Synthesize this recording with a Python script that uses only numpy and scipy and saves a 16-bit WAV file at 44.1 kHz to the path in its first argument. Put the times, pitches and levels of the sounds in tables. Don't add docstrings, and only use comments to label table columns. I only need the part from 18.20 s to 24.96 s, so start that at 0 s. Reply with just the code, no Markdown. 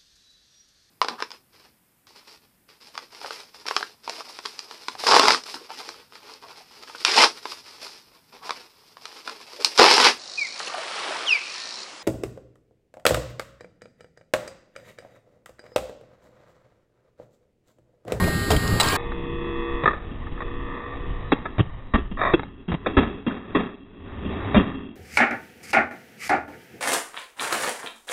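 import sys
import numpy as np
from scipy import signal
from scipy.fft import rfft, irfft, next_fast_len
from scipy.io import wavfile
from scipy.ndimage import uniform_filter1d, map_coordinates

SR = 44100
rng = np.random.default_rng(int(sys.argv[2]) if len(sys.argv) > 2 else 0)


def inscribe(sig):
    pcm = np.round(np.clip(np.atleast_2d(sig).T, -1, 1) * 32767)
    wavfile.write(sys.argv[1], SR, pcm.astype(np.int16))


def voltage_ratio(decibels):
    exponent = np.asarray(decibels, float) / 20
    return 10 ** exponent


N = 298020
TIME = np.arange(N) / SR
CUT_S, SLOW = 0.7648, 1 / 4
RATE_HZ, TOP_HZ = 12000, 15450

# (time [s], level [dB], ring at full speed [Hz], contact [s])
CLACK_HITS = [(0.041, -21.5, 2413, .0058), (.314, -13.5, 3200, .007), (0.364, -15, 3178, 0.0059),
              (0.477, -16.5, 4997, .0027), (.599, -5, 3980, 0.016), (0.631, -12.5, 5060, 0.0042),
              (0.686, -13, 5050, 0.0027), (0.919, -19, 4730, 0.005), (1.657, -4.5, 4853, 0.011),
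              (1.677, -3.5, 4890, 0.0091), (1.709, -17, 4590, 0.0088), (1.732, -17, 4840, 0.019),
              (2.068, -28, 4950, .01), (2.176, -30, 5020, .014), (2.205, -17, 4190, 0.008),
              (2.217, -20, 4800, .012), (3.12, -2, 3296, 0.0037), (3.255, -17, 5100, 0.012),
              (3.975, -31, 4330, 0.0038), (4.014, -10.5, 4940, .008), (4.051, -11, 4360, 0.0075),
              (4.073, -12.5, 4420, .003), (4.233, -17.5, 3260, 0.002), (4.769, -6, 5145, 0.021),
              (4.832, -14, 2924, .004), (5.108, -24.5, 5670, 0.0082), (5.351, -11.5, 4430, 0.012),
              (6.345, -9.5, 2472, 0.03)]
# (time [s], level [dB], thud re that level [dB], settled thud pitch at full speed [Hz], contact [s])
THUMP_HITS = [(.075, -35.5, 9.5, 643, .012), (.304, -21.5, 6.5, 680, .007), (.303, -30.5, 11.5, 430, 0.05),
              (1.635, -18.5, -3, 527, 0.012), (3.122, -21, 11, 1053, .013), (3.382, -22, 3.5, 297.4, 0.01),
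              (3.393, -24.5, 15, 416, .017), (3.737, -12.5, -5.5, 874, 0.024), (3.74, -33, 22, 178, .021),
              (3.913, -45.5, 19.5, 736, 0.016), (4.136, -15.5, 9.5, 1300, 0.011),
              (4.194, -21.5, 0, 395, 0.005), (4.48, -38.5, 16.5, 693, .031),
              (4.518, -26.5, 7.5, 332.5, 0.015), (4.54, -26, 8.5, 618, 0.011),
              (4.661, -12, -4, 1700, 0.0051), (4.668, -26.5, 10, 1900, .005), (4.768, -16, 7, 1071, 0.028),
              (4.775, -18.5, 9.5, 234.8, 0.011), (5.065, -29.5, 13, 932, 0.014),
              (5.348, -22, 6.5, 1137, .022), (6.344, -15.5, 3.5, 505, 0.011), (6.361, -17, 10, 840, .024),
              (6.35, -37.5, 18.5, 260, .045)]
# (frequency at full speed [Hz], density [dB per Hz])
CRACK_COLOUR = [(1000, -11.5), (2000, 1), (3400, -3.5), (4700, 2.5), (5300, 1), (5900, -16.5)]
# (frequency at full speed [Hz], t60 at full speed [s])
FENCE_DECAY = [(400, 0.19), (1200, 0.032), (5000, 0.11)]
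# (time [s], length [s], first level [dB], last level [dB])
SCRAPE_STROKES = [(3.972, 0.072, -33.5, -20), (4.05, 0.09, -19.5, -29)]
# (frequency at full speed [Hz], density [dB per Hz])
PLATE_COLOUR = [(1200, -19), (2000, -15), (2700, 3), (3400, -15), (4300, 1.5), (5100, 2), (5900, -21.5)]
# (time [s], level [dB], t60 as heard [s])
HARNESS_SHAKES = [(0.307, -23.5, 0.17), (.6, -16.5, 0.13), (1.68, -25.5, 0.22), (3.748, -22, 0.27),
                  (4.669, -22, 0.16), (4.799, -21, 0.53), (5.075, -26, 0.65), (5.366, -19, 0.46),
                  (6.391, -18.5, 0.25)]
# (time [s], rub level [dB])
WEARER_EFFORT = [(0, -37), (0.257, -44), (0.308, -42), (0.586, -34), (0.648, -25.5), (.767, -24.5),
                 (.78, -57.5), (0.958, -39.5), (1.558, -41), (1.761, -56.5), (1.921, -39.5), (2.06, -40.5),
                 (3.261, -42), (3.79, -51), (3.97, -45), (4.119, -35.5), (4.31, -44.5), (4.537, -54),
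                 (4.68, -33), (5.09, -43), (5.34, -37), (5.54, -54), (5.789, -43), (6.111, -30.5),
                 (6.499, -30.5), (6.76, -48.5)]
# (time [s], level [dB])
MELEE_LEVEL = [(0, -39), (0.758, -41), (0.788, -38.5), (0.962, -45.5), (1.501, -41.5), (1.762, -43),
               (2.063, -48), (2.622, -39.5), (2.909, -42), (3.501, -47.5), (4.101, -57.5), (4.299, -73.5)]
# (frequency at full speed [Hz], density [dB per Hz])
RUB_COLOUR = [(300, -6.5), (620, -2.5), (800, 3.5), (1050, 2), (1350, 2), (1700, -0.5), (2100, -21),
              (4000, -47.5)]
# (frequency at full speed [Hz], density [dB per Hz])
RASP_SLOW_COLOUR = [(900, -26.5), (2000, -1), (3400, -7), (4400, 2.5), (5000, 3), (5250, -21.5),
                    (5900, -19)]
# (frequency [Hz], density [dB per Hz])
RASP_FULL_COLOUR = [(900, -23), (2000, 0.5), (2800, -0.5), (4200, -0.5), (5000, -10.5), (5800, -14.5)]
# (frequency at full speed [Hz], width at full speed [Hz], gain [dB])
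HELMET_MODES = [(754, 84, -2), (924, 32, 2.5), (1083, 55, 6), (1629, 67.5, 0.5), (2673, 55, 14.5)]
# (frequency at full speed [Hz], density [dB per Hz])
MOUNT_COLOUR = [(150, -25.5), (240, 1.5), (420, 8.5), (620, -23)]
# (time [s], level [dB])
WIND_GUSTS = [(0, -23), (.1, -23.5), (.26, -28.5), (.31, -16), (.4, -25.5), (.52, -20.5), (.62, -27),
              (.77, -30), (.96, -34.5), (1.22, -31), (1.7, -35), (1.92, -32), (2.06, -35.5), (2.41, -28.5),
              (2.62, -40.5), (2.91, -29.5), (3.26, -37), (4.12, -36), (4.31, -42.5), (4.92, -48.5),
              (5.54, -56.5), (6.11, -38), (6.52, -54), (6.76, -69)]
# (frequency at full speed [Hz], density [dB per Hz])
WIND_COLOUR = [(40, -2.5), (80, 5.5), (130, 1.5), (300, -6), (600, -13), (1200, -40), (3000, -64.5)]
# (time [s], length [s], first pitch [Hz], last pitch [Hz], level [dB]), as heard
MOAN_GLIDES = [(0, .13, 182, 160.3, -25), (0.479, .09, 110, 95, -21), (0.902, .42, 182, 133, -36.5),
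               (2.991, .12, 102, 98, -35), (5.879, .46, 62, 94.8, -35)]
# (time [s], pitch at full speed [Hz], level [dB], upper overtones re usual [dB])
HUM_COURSE = [(0, 133, -29, -1.5), (0.758, 133.2, -32, 1), (0.78, 134.9, -36, 1.5), (1.201, 135.7, -31, -1),
              (1.623, 135.6, -33, 5.5), (1.753, 134, -48, -2), (2.152, 136.1, -47, -2),
              (2.25, 136.3, -38, -2), (2.55, 136.5, -37.5, 7.5), (2.799, 137.6, -45, 7),
              (3.097, 136.7, -43, -1.5), (3.4, 136.6, -61.5, -1)]
# (multiple of the pitch [-], level [dB])
BUZZ_BEFORE = [(3, -8.5), (6, -16.5), (9, -9), (10, -16), (11, -17.5), (12, -11), (14, -3), (16, -16.5),
               (28, -18), (30, -19.5), (31, -14.5), (34, -13), (35, -24), (38, -14)]
# (multiple of the pitch [-], level [dB])
BUZZ_AFTER = [(6, -11), (8, -6), (10, 5.5), (11, -4), (12, -3), (14, 5.5), (27, -8), (29, -16.5), (30, -6),
              (31, -17), (33, -6), (34, -2), (36, -9), (38, -10)]

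CLACK_THUD_DB, CLACK_THUD_HZ = -25.5, 1160
RING_HZ, RING_DROP_HZ_PER_DB = 3945, 110
CLACK_CHATTER, THUMP_CHATTER = 0.069, 0.28
DROOP_DB = 5.5
LOWER_RING, LOWER_RING_DB = 0.72, -12.5
UPPER_THUD, UPPER_THUD_DB = 1.45, -8
USUAL_DB = -42
RASP_DB, RASP_GROWS = -12, 1.497
MOUNT_DB, MOUNT_GROWS = -7, 1.1


def along(points, hz):
    f, v = np.transpose(points)
    return np.interp(np.log(hz + 1), np.log(f + 1), v)


def course(points):
    return np.interp(TIME, *np.transpose(points))


def unit(x):
    return x / np.sqrt(np.mean(x ** 2) + 1e-20)


def filtered(x, response):
    m = next_fast_len(len(x) + 8192)
    return irfft(rfft(x, m) * response(np.fft.rfftfreq(m, 1 / SR)), m)[:len(x)]


def noise(size, colour, speed):
    white = rng.standard_normal(size)
    return unit(filtered(white, lambda hz: voltage_ratio(along(colour, hz / speed))))


def wobble(rate):
    return map_coordinates(rng.standard_normal(int(N * rate / SR) + 4), [TIME * rate])


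def patchy(x, patchy_db):
    z = signal.stft(x, nperseg=1024)[2]
    field = uniform_filter1d(rng.standard_normal(z.shape), size=4, axis=0)
    field = uniform_filter1d(field, size=8, axis=1)
    return signal.istft(z * voltage_ratio(patchy_db * unit(field)), nperseg=1024)[1][:len(x)]


def splice(full, slow):
    share = np.clip((TIME - CUT_S) / 0.001, 0, 1)
    return (1 - share) * full + share * slow


def contacts(speed):
    rows = []
    for s, db, ring_hz, contact in CLACK_HITS:
        rows.append((s, db, CLACK_THUD_DB, CLACK_THUD_HZ, ring_hz, contact, CLACK_CHATTER))
    for s, db, thud_db, thud_hz, contact in THUMP_HITS:
        ring_hz = RING_HZ - RING_DROP_HZ_PER_DB * thud_db
        rows.append((s, db, thud_db, thud_hz, ring_hz, contact, THUMP_CHATTER))
    return [row for row in rows if (row[0] > CUT_S) == (speed == SLOW)]


def cane_ring(t, ring_hz, chatter, speed):
    slips = chatter * np.cumsum(rng.standard_normal(len(t))) * np.sqrt(speed)
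    phase = 2 * np.pi * ring_hz * speed * t + slips
    modes = np.sin(phase) + voltage_ratio(LOWER_RING_DB) * np.sin(LOWER_RING * phase)
    return filtered(modes, lambda hz: hz < RATE_HZ * speed / 2)


def panel_thud(t, thud_hz, speed):
    sag = 1 + 0.79 * np.exp(-t * speed / 0.00072)
    phase = 2 * np.pi * thud_hz * speed * np.cumsum(sag) / SR
    drum = np.sin(phase) + voltage_ratio(UPPER_THUD_DB) * np.sin(UPPER_THUD * phase)
    onset = 1 - np.exp(-t * speed / 0.00025)
    return onset * (drum + 0.26 * noise(len(t), RUB_COLOUR, speed))


def fence(x, speed):
    hz, t, z = signal.stft(rng.standard_normal(len(x)), SR, nperseg=512)
    decay = voltage_ratio(-60 * t * speed / along(FENCE_DECAY, hz / speed)[:, None])
    tail = signal.istft(z * decay, SR, nperseg=512)[1]
    return signal.fftconvolve(x, tail / np.linalg.norm(tail))[:len(x)]


def blows(speed):
    out, t = np.zeros(N + SR), np.arange(SR // 2) / SR
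    for s, db, thud_db, thud_hz, ring_hz, contact, chatter in contacts(speed):
        rise = 1 - np.exp(-t / (0.061 * contact))
        splash = voltage_ratio(-4 + 0.33 * thud_db) * noise(len(t), CRACK_COLOUR, speed)
        crack = splash + voltage_ratio(-6.5) * cane_ring(t, ring_hz, chatter, speed)
        snap = voltage_ratio(-8 - 60 * t * speed / 0.011)
        droop = voltage_ratio(-DROOP_DB * np.minimum(t / contact, 1))
        thud = voltage_ratio(thud_db) * panel_thud(t, thud_hz, speed)
        after = np.maximum(t - contact, 0) * speed
        fade = voltage_ratio(-60 * after / 0.006)
        hit = voltage_ratio(db) * rise * ((1 + snap) * droop * crack + thud) * fade
        out[round(s * SR):][:len(t)] += hit + voltage_ratio(-13.0) * fence(hit, speed)
    return out[:N]


def scrape():
    level = np.zeros(N)
    for s, length, first_db, last_db in SCRAPE_STROKES:
        level += voltage_ratio(np.interp(TIME, [s, s + length], [first_db, last_db], left=-120, right=-120))
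    return level * unit(voltage_ratio(1.4 * wobble(180)) * noise(N, PLATE_COLOUR, SLOW))


def rubbed(speed):
    def modes(hz):
        gain = 1
        for mode_hz, width_hz, db in HELMET_MODES:
            gain = gain + voltage_ratio(db) / (1 + (2 * (hz / speed - mode_hz) / width_hz) ** 2)
        return gain
    return unit(filtered(noise(N, RUB_COLOUR, speed), modes))


def rattle(speed):
    mix = rubbed(speed) + voltage_ratio(-6.0) * noise(N, CRACK_COLOUR, speed)
    return unit(voltage_ratio(0.99 * wobble(300 * speed)) * mix)


def shakes():
    level = np.zeros(N)
    for s, db, t60 in HARNESS_SHAKES:
        level += (TIME > s) * voltage_ratio(db - 60 * np.abs(TIME - s) / t60)
    return level * splice(rattle(0.82), rattle(SLOW))


def gear(speed, rasp_colour):
    rub_db = course(WEARER_EFFORT)
    plates_db = USUAL_DB + RASP_DB + RASP_GROWS * (rub_db - USUAL_DB)
    rasp_level = np.hypot(voltage_ratio(plates_db), voltage_ratio(course(MELEE_LEVEL)))
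    jerks = wobble(160 * speed)
    rub = unit(voltage_ratio(0.58 * jerks) * patchy(rubbed(speed), patchy_db=3))
    grit = voltage_ratio(0.47 * jerks + 0.52 * wobble(500 * speed))
    rasp = unit(grit * patchy(noise(N, rasp_colour, speed), patchy_db=2.5))
    return voltage_ratio(rub_db) * rub + rasp_level * rasp


def mount(speed):
    level_db = USUAL_DB + MOUNT_DB + MOUNT_GROWS * (course(WEARER_EFFORT) - USUAL_DB)
    return voltage_ratio(level_db) * unit(voltage_ratio(3.1 * wobble(40 * speed)) * noise(N, MOUNT_COLOUR, speed))


def wind(speed):
    lumps = voltage_ratio(2.2 * wobble(60 * speed))
    return voltage_ratio(course(WIND_GUSTS)) * unit(lumps * noise(N, WIND_COLOUR, speed))


def moans():
    out = np.zeros(N)
    for s, length, first_hz, last_hz, db in MOAN_GLIDES:
        share = np.clip((TIME - s) / length, 0, 1)
        pitch_hz = (first_hz + (last_hz - first_hz) * share) * (1 + 0.03 * wobble(25))
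        turns = np.cumsum(pitch_hz) / SR
        swell = np.sqrt(np.abs(np.sin(np.pi * share))) * (share < 1)
        out += voltage_ratio(db + 1.5 * wobble(30)) * swell * np.sin(2 * np.pi * turns)
    return out


def buzz(overtones, turns, upper_db):
    out = np.zeros(N)
    for k, db in overtones:
        level = voltage_ratio(db + upper_db * (k > 20) + 2.5 * wobble(4))
        out += level * np.sin(2 * np.pi * (k * turns + rng.random() / 2 + wobble(10) / 14))
    return unit(out)


def hum():
    s, pitch_hz, level_db, upper_db = np.transpose(HUM_COURSE)
    turns = np.cumsum(np.interp(TIME, s, pitch_hz) * np.where(TIME < CUT_S, 1, SLOW)) / SR
    upper_db = np.interp(TIME, s, upper_db)
    stack = splice(buzz(BUZZ_BEFORE, turns, upper_db), buzz(BUZZ_AFTER, turns, upper_db))
    return voltage_ratio(np.interp(TIME, s, level_db, right=-120)) * stack


def scene():
    full = blows(1) + gear(1, RASP_FULL_COLOUR) + mount(1) + wind(1)
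    slow = blows(SLOW) + scrape() + gear(SLOW, RASP_SLOW_COLOUR) + mount(SLOW) + wind(SLOW)
    return (splice(full, slow) + shakes() + moans() + hum())[None]


def held(x, speed):
    size = 147 * (N // 147 + 1)
    rate = RATE_HZ * speed
    samples = map_coordinates(x, [np.arange(round(size * rate / SR)) * SR / rate])
    steps = signal.resample(np.repeat(samples, 4), size)[:N]
    return filtered(steps, lambda hz: hz < TOP_HZ * speed)


def ceiling(x, limit, hardness):
    return x / (1 + np.abs(x / limit) ** hardness) ** (1 / hardness)


def band_limit(x):
    return signal.sosfilt(signal.butter(12, 16340, fs=SR, output="sos"), x)


def record(dry):
    saturated = ceiling(dry[0], 0.46, 8)
    played = splice(held(saturated, 1), held(saturated, SLOW))
    played = ceiling(played, 0.66, 16)
    return band_limit(played[None])


dry = scene()
out = record(dry)
inscribe(out)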